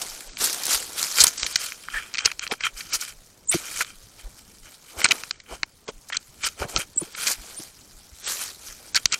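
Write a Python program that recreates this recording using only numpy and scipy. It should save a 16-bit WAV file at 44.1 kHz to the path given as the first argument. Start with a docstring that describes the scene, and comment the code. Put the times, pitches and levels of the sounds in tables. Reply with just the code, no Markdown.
"""In a forest, right up against the microphone, a small mammal noses, rubs and claws a plastic camera case.
Faint forest and microphone hiss lies behind shaped noise for fur, case ringing and body rumble.
Claws scrape briefly or drag and set the case ringing; sniffs and nudges push on the microphone as pressure dips.
Now and then the animal gives thin gliding chirps and short falling grunts, made of sines."""
import sys
import numpy as np
from scipy import signal
from scipy.io import wavfile
from scipy.ndimage import uniform_filter1d

SR = 44100
rng = np.random.default_rng(int(sys.argv[2]) if len(sys.argv) > 2 else 0)


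def linear_from_db(decibels):
    """Turn decibels (scalar or array-like) into linear amplitude factors; 0 gives 1."""
    return 10 ** (np.asarray(decibels, float) / 20)


def wrap_up_sound(samples):
    """Save the sound to the file named by the first command line argument, as 16-bit audio."""
    columns = np.atleast_2d(samples).T
    # keep every value between -1 and 1, then stretch to whole-number steps
    tamed = np.clip(columns, -1, 1)
    steps = np.round(tamed * 32767).astype(np.int16)
    wavfile.write(sys.argv[1], SR, steps)


N = 405279  # samples


def evened(x):
    """Scales to rms 1."""
    return x / np.sqrt(np.mean(x ** 2) + 1e-20)


def add(mix, start_s, sound):
    """Mixes a sound in from its start time."""
    part = mix[max(round(start_s * SR), 0):][:len(sound)]
    part += sound[:len(part)]


def noise(spectrum, patchy_db, size=512):
    """Noise of a given spectrum whose level drifts in patches of time and pitch, rms 1."""
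    frames = 4 * N // size + 5
    bin_hz = np.fft.rfftfreq(size, 1 / SR)
    real, imaginary, patches = rng.standard_normal((frames, len(bin_hz), 3)).T
    patches = uniform_filter1d(patches, size=8, axis=0)
    patches = evened(uniform_filter1d(patches, size=12, axis=1))
    point_hz, point_db = np.transpose(spectrum)
    colour_db = np.interp(np.log(bin_hz + 1), np.log(point_hz + 1), point_db)[:, None]
    bins = (real + 1j * imaginary) * linear_from_db(colour_db + patchy_db * patches)
    return evened(signal.istft(bins, nperseg=size, noverlap=3 * size // 4)[1][:N])


def gritty(per_s, spread_db, grain_s):
    """Uneven contact: a steady gain with sudden short slips of random size on top, rms 1."""
    slip_db = spread_db * np.minimum(rng.exponential(1, N), 4)
    slips = (rng.random(N) < per_s / SR) * linear_from_db(slip_db)
    fade = np.exp(-1 / (grain_s * SR))
    return evened(1 + signal.lfilter([1], [1, -fade], slips))


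# the small case cannot ring below its first mode
THIN = signal.butter(5, 1200, "high", fs=SR, output="sos")
# modes of the plastic case: pitch_hz, width_hz (before damping), level_db (relative)
CASE_MODES = [(1365, 720, -4), (2366, 510, 6.5), (3135, 255, 2.5), (4110, 770, 8.5), (5930, 2170, 9),
              (7400, 420, 0.5), (8950, 440, -25)]


def case_ring(gains_db, damping, shift):
    """Impulse response of the plastic case, energy 1; a grip on the case shifts and damps its modes."""
    hz, width_hz, level_db = np.transpose(CASE_MODES)[:, :, None]
    t = np.arange(900) / SR
    width_hz = width_hz * damping
    sign = (-1.) ** np.arange(len(CASE_MODES))[:, None]  # neighbouring modes move the wall in opposite ways
    modes = np.sqrt(width_hz) * np.exp(-np.pi * width_hz * t) * np.sin(2 * np.pi * hz * shift * t)
    ring = (sign * linear_from_db(level_db + gains_db) * modes).sum(0)
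    return ring / np.linalg.norm(ring)


# forest and microphone hiss: pitch_hz, level_db (per Hz, relative)
AIR_SPECTRUM = [(12, -50.5), (20, -15), (45, -1.5), (120, -9), (160, -7), (596, -18.5), (11400, -44.5),
                (15000, -35.5), (16400, -26.5)]


def forest_air():
    """Steady forest and microphone hiss: patchy shaped noise at -57 dB rms."""
    return linear_from_db(-57) * noise(AIR_SPECTRUM, 3.0, size=1024)


# sniffs and nudges on the microphone: dip_s, level_db (peak), pitch_hz of the pressure dip
PUFFS = [(0.129, -44, 22), (0.292, -38, 25.1), (0.758, -38, 43.6), (1.227, -34, 68), (1.437, -37, 50.7),
         (1.96, -34, 29), (2.257, -38, 63), (2.756, -38, 28.8), (2.966, -45, 29), (3.188, -44.5, 23.4),
         (3.552, -32, 95), (3.769, -47, 24.5), (3.983, -45, 20.7), (4.262, -29, 36.8), (4.628, -44, 27.2),
         (4.981, -35, 66), (5.532, -36, 47.3), (5.965, -39.5, 28), (6.453, -42, 41.7), (6.617, -27, 65),
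         (6.654, -28.5, 130), (6.765, -29, 44.2), (6.786, -29, 141), (7.401, -37, 37.7),
         (7.957, -42.5, 30.1), (8.133, -41.5, 60.4), (8.711, -44, 33), (9.058, -38, 54.6)]


def sniffs():
    """Each puff of air is one soft dip of pressure with a rise on either side."""
    out = np.zeros(N)
    for dip_s, level_db, hz in PUFFS:
        u = np.arange(-1.2 / hz, 2.4 / hz, 1 / SR) * hz
        puff = -linear_from_db(level_db) * np.cos(2 * np.pi * u) * np.exp(-2.5 * u ** 2)
        add(out, dip_s - 1.2 / hz, puff)
    return out


def voice(hz, level_db, peak, edge_db, waver_share):
    """Phase and loudness of one call: a wavering pitch, level up to a peak (place 0-1) and down again."""
    u = np.linspace(0, 1, len(hz))
    waver = evened(uniform_filter1d(rng.standard_normal(4000), size=40))[:len(hz)]
    from_peak = np.where(u < peak, 1 - u / peak, (u - peak) / (1 - peak))
    turns = 2 * np.pi * np.cumsum(hz * (1 + waver_share * waver)) / SR
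    gain = np.sqrt(2) * linear_from_db(level_db + edge_db * from_peak ** 2)
    return turns, gain * signal.windows.tukey(len(hz), .25)


# evenly gliding chirps: start_s, length_ms, first_hz, last_hz, level_db (rms at the peak), peak place 0-1
CHIRPS = [(3.473, 8.2, 8040, 8360, -36, .5), (3.483, 16.5, 6900, 7460, -19.5, 1),
          (3.494, 17, 8440, 7900, -14.5, 0), (3.51, 11, 8950, 10700, -19, 0.75),
          (6.958, 8.1, 7650, 8400, -35.5, 0.63), (6.972, 22, 7280, 8330, -16, 0.42),
          (6.996, 23, 10200, 8800, -29.5, 1), (7.56, 37, 8200, 9700, -33.5, .75)]


def chirps():
    """Thin chirps: one wavering sine each, gliding evenly from the first pitch to the last."""
    out = np.zeros(N)
    for start_s, ms, first_hz, last_hz, level_db, peak in CHIRPS:
        hz = np.linspace(first_hz, last_hz, round(ms * SR / 1000))
        turns, gain = voice(hz, level_db, np.clip(peak, .05, .95), edge_db=-15, waver_share=.009)
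        add(out, start_s, gain * np.sin(turns))
    return out


# grunts: start_s, length_ms, first_hz, level_db (rms of the fundamental at the peak)
GRUNTS = [(3.535, 33, 794, -21.5), (6.961, 9.5, 348, -40.5), (7.0105, 27, 673, -30.5),
          (7.591, 21, 342, -40)]
GRUNT_REST_HZ = 335
GRUNT_SAG, GRUNT_BREAK = .25, .32  # share of pitch lost before the break, place of the break 0-1
OVERTONE_DB, HALF_DB = -7, -5.5  # second harmonic before the break, half-pitch tone after it


def grunts():
    """Each grunt sags, then breaks to a resting pitch where every second pulse is weaker."""
    out = np.zeros(N)
    for start_s, ms, first_hz, level_db in GRUNTS:
        u = np.linspace(0, 1, round(ms * SR / 1000)) / GRUNT_BREAK
        high = 1 / (1 + u ** 16)  # 1 before the break, 0 after it
        hz = high * first_hz * (1 - GRUNT_SAG * u) + (1 - high) * GRUNT_REST_HZ
        turns, gain = voice(hz, level_db, peak=.56, edge_db=-15, waver_share=.1)
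        overtone = linear_from_db(OVERTONE_DB) * high * np.sin(2 * turns)
        half_pitch = linear_from_db(HALF_DB) * (1 - high) * np.sin(turns / 2)
        add(out, start_s, gain * (np.sin(turns) + half_pitch + overtone))
    return out


# rumble of the body: pitch_hz, level_db (per Hz, relative)
BODY_SPECTRUM = [(50, -17), (90, -21.5), (340, -5.5), (520, -4.5), (900, -6.5), (1500, -16), (2600, -53)]


def body_rumble():
    """Low patchy noise of the body with uneven contact."""
    return noise(BODY_SPECTRUM, 1.5, size=1024) * gritty(120, 1.0, 0.004)


# hiss of fur: pitch_hz, level_db (per Hz, relative)
FUR_SPECTRUM = [(350, -48), (1250, -10.5), (2800, -13), (4400, -6.5), (6100, -6), (7200, -7), (10000, -10),
                (14300, -16), (15700, -35.5), (16400, -54.5)]


def fur_hiss(grit):
    """Fur sliding over the case: patchy shaped noise, roughened by the grit of the contact."""
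    return grit * noise(FUR_SPECTRUM, 2.6, size=256)


GRIP_SHIFT, GRIP_PER_S = .025, 2  # largest shift of the modes as a share, new grips per second


def pressed_case(grit):
    """Gritty noise rings the damped low modes of the case, which a wandering grip moves, rms 1."""
    hz, _, level_db = np.transpose(CASE_MODES)[:, :, None]
    # a soft touch rings the low modes alike and misses the high ones
    missed_db = np.where(hz > 3600, -18, -level_db)
    drive = grit * gritty(90, 1.2, 0.006) * rng.standard_normal(N)
    grips = rng.random(N // SR * GRIP_PER_S + 9)
    grip = np.interp(np.arange(N) / SR * GRIP_PER_S, np.arange(len(grips)), grips)
    ring = np.zeros(N)
    for place in (0, .5, 1):  # crossfades between three grips
        share = np.sqrt(np.maximum(1 - 2 * abs(grip - place), 0))
        response = case_ring(missed_db, .4, 1 + GRIP_SHIFT * (2 * place - 1))
        ring += signal.oaconvolve(drive * share, response)[:N]
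    ring = signal.sosfilt(signal.butter(4, 3600, fs=SR, output="sos"), ring)
    return evened(signal.sosfilt(THIN, ring))


def swells(rows):
    """Power over time of swells (peak_s, rise_ms and fade_ms per 20 dB, level_db), summed."""
    power, reach = np.zeros(N), 3
    round_off = 1.17  # shape in dB: 1 a pointed peak, 2 a rounded one
    for peak_s, rise_ms, fade_ms, level_db in rows:
        first = max(round((peak_s - reach * rise_ms / 1000) * SR), 0)
        last = min(round((peak_s + reach * fade_ms / 1000) * SR), N)
        at = np.arange(first, last)
        ms = (at / SR - peak_s) * 1000
        away = np.where(ms < 0, -ms / rise_ms, ms / fade_ms)
        power[at] += linear_from_db(level_db - 20 * away ** round_off) ** 2
    return power


# resting contact of fur and case between strokes: time_s, level_db (hiss)
REST = [(0.0, -37), (0.35, -48.5), (0.45, -33.5), (0.67, -34.5), (0.87, -38), (1.23, -41), (1.56, -51),
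        (1.77, -48), (2.1, -50), (2.58, -55), (3.12, -54), (3.44, -58.5), (3.5, -56), (3.6, -40.5),
        (3.8, -45), (3.86, -55), (3.95, -53), (4.91, -54.5), (5.131, -37), (5.451, -65), (5.85, -58.5),
        (6.2, -54), (6.902, -54), (7.36, -48.5), (7.5, -42), (7.7, -52), (8.19, -53.5), (8.5, -50.5),
        (8.85, -48), (9.19, -46)]
REST_RING_DB, REST_RUMBLE_DB = -13.5, -11.5  # against the resting hiss
# rubbing strokes: peak_s, rise_ms and fade_ms (per 20 dB), level_db (fur hiss), ring_db (against the hiss)
STROKES = [(0.017, 5, 30, -26, -9), (0.12, 150, 344, -41.5, -10), (0.417, 33, 175, -21, -25),
           (0.731, 94, 77, -18.5, -19), (0.984, 34, 300, -25.5, -16), (1.201, 60, 104, -16.5, -7.5),
           (1.28, 45, 23, -22, -5), (1.425, 99, 194, -30, -26), (1.641, 277, 138, -30.5, -7),
           (1.958, 99, 144, -39.5, 5), (2.2, 46, 102, -38.5, 3.5), (2.256, 24, 52, -29.5, 4.5),
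           (2.441, 44, 35, -34.5, 2.5), (2.527, 30, 27, -32, -0.5), (2.656, 44, 35, -28.5, 7.5),
           (2.779, 27, 126, -35, -5.5), (2.959, 64, 19, -24, -4.5), (3.029, 53, 57, -31.5, -4.5),
           (3.089, 35, 43, -37, -3.5), (3.516, 5, 74, -28, -35), (3.538, 15, 72, -28, -2),
           (3.665, 60, 200, -36.5, -2.5), (3.765, 150, 90, -34.5, -10), (3.824, 66, 7, -23.5, -9),
           (3.897, 79, 43, -45.5, 3), (4.194, 16, 46, -43, -2.5), (4.385, 18, 30, -44.5, -16),
           (4.66, 54, 120, -49.5, -1.5), (4.75, 100, 23, -46.5, -25), (4.909, 76, 100, -45.5, -10),
           (4.995, 35, 300, -33.5, -3), (5.12, 12, 7, -24, 10.5), (5.499, 23, 193, -47.5, -1.5),
           (5.549, 86, 18, -40, -0.5), (5.889, 4, 28, -37.5, -5), (6.158, 53, 27, -38.5, 5.5),
           (6.439, 14, 74, -28.5, -5), (6.473, 49, 9, -21.5, -4.5), (6.605, 30, 58, -34, 1.5),
           (6.697, 25, 94, -37.5, -10), (6.811, 112, 35.5, -30, -2.5), (7.018, 65, 135, -43, -6),
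           (7.203, 72, 200, -30, -5.5), (7.277, 24, 58, -24, -6.5), (7.319, 132, 28, -22, -35),
           (7.601, 11, 129, -39.5, -12), (8.296, 72, 131, -24, -38), (8.422, 102, 123, -29.5, -11),
           (8.669, 98, 166, -40, -12), (8.973, 14, 23, -31, 1), (9.135, 18, 24, -30.5, 10.5)]
STROKE_RUMBLE_DB = -20  # against the hiss of a stroke
# a stroke that rings the case above LIGHT_DB loses hiss outside CORE_HZ, DULLING dB per dB
CORE_HZ, DULLING, LIGHT_DB = [3900, 10000], 0.29, -13
# the body leans on the camera: peak_s, swell_ms (per 20 dB, either way), level_db (rumble)
NUDGES = [(0.0, 103, -45), (0.449, 66, -41.5), (2.255, 81, -45.5), (2.523, 19.5, -23.5), (4.262, 48, -51),
          (4.998, 69, -37.5), (5.112, 106, -37.5), (5.526, 48, -37), (5.636, 8, -35.5),
          (5.892, 15.5, -30.5), (6.631, 53, -30.5), (6.69, 78, -47), (6.768, 71, -38.5), (7.018, 97, -49.5)]


def rubbing():
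    """Fur hisses, the pressed case rings in its low modes, and the body rumbles."""
    rest = linear_from_db(np.interp(np.arange(N) / SR, *np.transpose(REST))) ** 2
    strokes = swells([row[:-1] for row in STROKES])
    pressed = swells([(s, rise, fade, db + ring_db) for s, rise, fade, db, ring_db in STROKES])
    airy = swells([(s, rise, fade, db - DULLING * max(ring_db - LIGHT_DB, 0))
                   for s, rise, fade, db, ring_db in STROKES])
    nudged = swells([(s, ms, ms, db) for s, ms, db in NUDGES])
    core_gain, outer_gain = np.sqrt(rest + strokes), np.sqrt(rest + airy)
    ring_gain = np.sqrt(linear_from_db(REST_RING_DB) ** 2 * rest + pressed)
    rumble_power = linear_from_db(REST_RUMBLE_DB) ** 2 * rest + linear_from_db(STROKE_RUMBLE_DB) ** 2 * strokes + nudged
    grit = gritty(150, 1.5, 0.0011)
    fur = fur_hiss(grit)
    outer = signal.sosfiltfilt(signal.butter(4, CORE_HZ, "bandstop", fs=SR, output="sos"), fur)
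    hiss = core_gain * (fur - outer) + outer_gain * outer
    return hiss + ring_gain * pressed_case(grit) + np.sqrt(rumble_power) * body_rumble()


# a dragged claw rings one spot of the case: start_s, length_ms, pitch_hz, level_db (before the fade)
DRAGS = [(1.935, 82, 1750, -26.5), (3.528, 16, 2260, -22), (3.805, 19, 1480, -22.5),
         (5.0422, 10.4, 8680, -5.5), (5.053, 6.7, 1390, -11), (5.1089, 10.6, 2410, -10),
         (6.122, 19, 1840, -25.5), (6.128, 11, 3220, -27), (6.145, 11, 2270, -34), (6.625, 13, 1330, -29),
         (6.762, 20, 1320, -27), (8.945, 41, 1600, -26), (8.954, 24, 4480, -19), (9.14, 13, 2440, -23)]


def drags():
    """A dragged claw: noise through one narrow resonance, catching quickly and dying away."""
    out = np.zeros(N)
    width = .08  # of the resonance, as a share of its pitch
    for start_s, ms, hz, level_db in DRAGS:
        size = round(ms * SR / 1000)
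        u = np.linspace(0, 1, size)
        grit = rng.standard_normal(6000)
        ring = signal.lfilter(*signal.iirpeak(hz, 1 / width, SR), grit)
        ring = evened(ring[1000:1000 + size])  # skips the build-up
        add(out, start_s, linear_from_db(level_db) * np.minimum(8 * u, 1) * (1 - u ** 2) * ring)
    return out


# claw ticks: start_s, level_db (relative), dull_db (tilt from high modes to low, relative),
# contact_ms (nominal length)
TICKS = [(0.3701, -24.5, 1, 3.5), (0.409, -25, -8, 4), (0.42, -25, -15, 3), (0.4406, -23.5, -58.5, 18),
         (0.46, -19, -30, 3), (0.528, -24, -46, 8.3), (0.6353, -17, -45, 1.8), (0.654, -18, -44, 3.4),
         (0.6668, -14.5, -36, 2.4), (1.028, -13.5, -36, 3.4), (1.192, -18, 2, 1.5), (1.203, -6.5, -20, 20),
         (1.238, -16.5, -74, 7.5), (1.2431, -9, 33, 0.83), (1.268, -7.5, -16, 3.3),
         (1.378, -26.5, -25, 9.5), (1.4313, -5, 1.5, 1.12), (1.464, -20.5, -2, 6.1), (1.5572, -9, 0, 6.2),
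         (1.721, -16.5, 6, 1.3), (1.828, -33, -24, 1.4), (1.885, -25.5, 25, 2.5), (1.901, -29, 11, 1.8),
         (2.14, -14, -9, 1.4), (2.1449, -20.5, 6, 3.3), (2.1513, -27, 9, 8), (2.172, -23, -2, 2.5),
         (2.183, -17.5, 3, 3), (2.187, -19.5, 4, 7.4), (2.249, -19.5, 2, 5.4), (2.2564, -4, -8.5, 6.7),
         (2.2752, -24, 45, 1.9), (2.3152, -24, 11.5, 5.9), (2.394, -16.5, 0, 2.6), (2.467, -15, 20, 0.8),
         (2.4757, -24.5, 6, 3.4), (2.5117, -21.5, 17, 11), (2.537, -25, 22, 2.2), (2.606, -27, 14, 8.3),
         (2.636, -19.5, 11, 6.5), (2.806, -27.5, 4, 8.3), (2.9314, -20.5, -20, 36), (3.01, -27, -39, 12),
         (3.524, -17, -10, 2.9), (3.807, -18, 25, 3.7), (3.812, -18, 2, 2.6), (3.847, -23, 9, 0.97),
         (5.016, -20.5, 17, 4.4), (5.044, -4.5, -1, 5.4), (5.054, -11.5, 10, 5.9), (5.0617, -9.5, 13, 2.3),
         (5.087, -22, -8, 4.4), (5.109, -14.5, -4, 4.9), (5.118, -10.5, -8, 4.7), (5.236, -16, 8, 1.28),
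         (5.309, -17.5, -1, 4.5), (5.4003, -38.5, 1.5, 6.8), (5.6317, -9.5, 7.5, 2.57),
         (5.879, -34.5, 5, 21.5), (6.086, -40.5, -34, 20), (6.0998, -27.5, 31, 4.8), (6.124, -35, -9, 10),
         (6.1445, -32, -10, 10), (6.168, -17.5, -7.5, 6.3), (6.487, -21.5, -13, 2.1), (6.628, -33, 18, 23),
         (6.7625, -2, -8.5, 1.35), (6.772, -21, -6, 6.7), (7.149, -31.5, 13, 7.4), (7.268, -17, -8, 13),
         (7.636, -29, -43, 2.3), (8.247, -23, -19, 1.84), (8.2877, -34, -25, 3), (8.9463, -15.5, -6, 5.2),
         (8.955, -20.5, -32, 8.2), (8.9621, -12.5, -6, 7.6), (8.973, -17, 13, 3.6), (9.056, -5, -7.5, 4.6),
         (9.1217, -16.5, -9, 2.2), (9.125, -14, -17, 3.9), (9.133, -20, -26, 6), (9.1412, -17, -17, 6.7)]
JOLT_DB, JOLT_PER_DB, JOLT_PER_DULL = 3.5, .5, 0.14  # hard and dull ticks jolt the camera more


def claws():
    """Each tick is a short scrape ringing the case at a new spot, plus a bright snap and a low jolt."""
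    out, jolts, t = np.zeros(N), np.zeros(N), np.arange(1200) / SR
    octaves = np.log2(np.transpose(CASE_MODES)[0][:, None] / 3400)
    snap_filter = signal.butter(3, [3500, 12000], "band", fs=SR)
    for start_s, level_db, dull_db, ms in TICKS:
        spot_db = 1.8 * rng.standard_normal((len(CASE_MODES), 1))
        shift = 1 + .04 * rng.standard_normal((len(CASE_MODES), 1))
        # the claw holds, lets go and drags a little
        u = t / (max(ms - 1.2, .3) / 1000)
        contact = np.minimum(t / 0.0004, 1) * (np.exp(-u ** 3) + 0.12 * np.exp(-t / 0.004))
        scrape = contact * rng.standard_normal(len(t))
        scrape *= np.linalg.norm(contact) / np.linalg.norm(scrape)
        scrape[0] = 3  # the first impact
        tilt_db = (0.54 * dull_db + 0.5) * octaves
        tick = np.convolve(scrape, case_ring(spot_db - tilt_db, 0.86, shift))
        tick[:len(t)] += linear_from_db(-19.0 - .5 * dull_db) * signal.lfilter(*snap_filter, scrape)
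        add(out, start_s, linear_from_db(level_db - 1.0) * tick)
        jolt_db = level_db + JOLT_DB + JOLT_PER_DB * level_db + JOLT_PER_DULL * max(dull_db, 0)
        add(jolts, start_s, linear_from_db(jolt_db) * tick)
    # the whole camera jolts, a little more one way than the other
    knock_filter = signal.butter(2, [120, 1100], "band", fs=SR)
    knock = signal.lfilter(*knock_filter, jolts + 0.12 * abs(jolts))
    return signal.sosfilt(THIN, out) + knock


def scene():
    """All sources at the microphone, in one channel."""
    animal = sniffs() + chirps() + grunts() + rubbing() + drags() + claws()
    return (forest_air() + animal)[None]


# moments when the top octave falls nearly silent: start_s, length_ms
TREBLE_OUT = [(0.282, 95), (1.374, 89), (1.53, 25), (1.568, 25), (2.136, 125), (2.392, 33), (2.489, 31),
              (2.585, 63), (2.904, 29), (3.447, 53), (5.02, 87), (5.305, 129), (5.624, 33), (5.848, 65),
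              (6.105, 95), (6.424, 31), (6.744, 35), (6.937, 57), (7.131, 29), (8.222, 57), (8.923, 31),
              (9.058, 87)]


def treble_dropouts(full):
    """Fades briefly to a copy low-passed at 8650 Hz, letting 1.2 % of the top octave through."""
    dull = signal.oaconvolve(full, signal.firwin(255, 8650, window=("kaiser", 9), fs=SR)[None], "same")
    full = signal.oaconvolve(full, signal.firwin(255, 16000, window=("kaiser", 9), fs=SR)[None], "same")
    t = np.arange(N) / SR
    gone = sum(1. * (t > start_s) * (t < start_s + ms / 1000) for start_s, ms in TREBLE_OUT)
    gone = np.minimum(uniform_filter1d(gone, size=300), 1)
    return full + (1 - 0.012) * gone * (dull - full)


def band_limit(x):
    """A steep low-pass at the top of the band."""
    return signal.sosfilt(signal.butter(12, 16500, fs=SR, output="sos"), x)


def record(dry):
    """The loudest ticks overload the input softly; the top octave cuts out at times."""
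    ceiling = 0.9
    clipped = ceiling * np.tanh(dry / ceiling)
    mix = treble_dropouts(clipped)
    return band_limit(mix)


dry = scene()
out = record(dry)
wrap_up_sound(out)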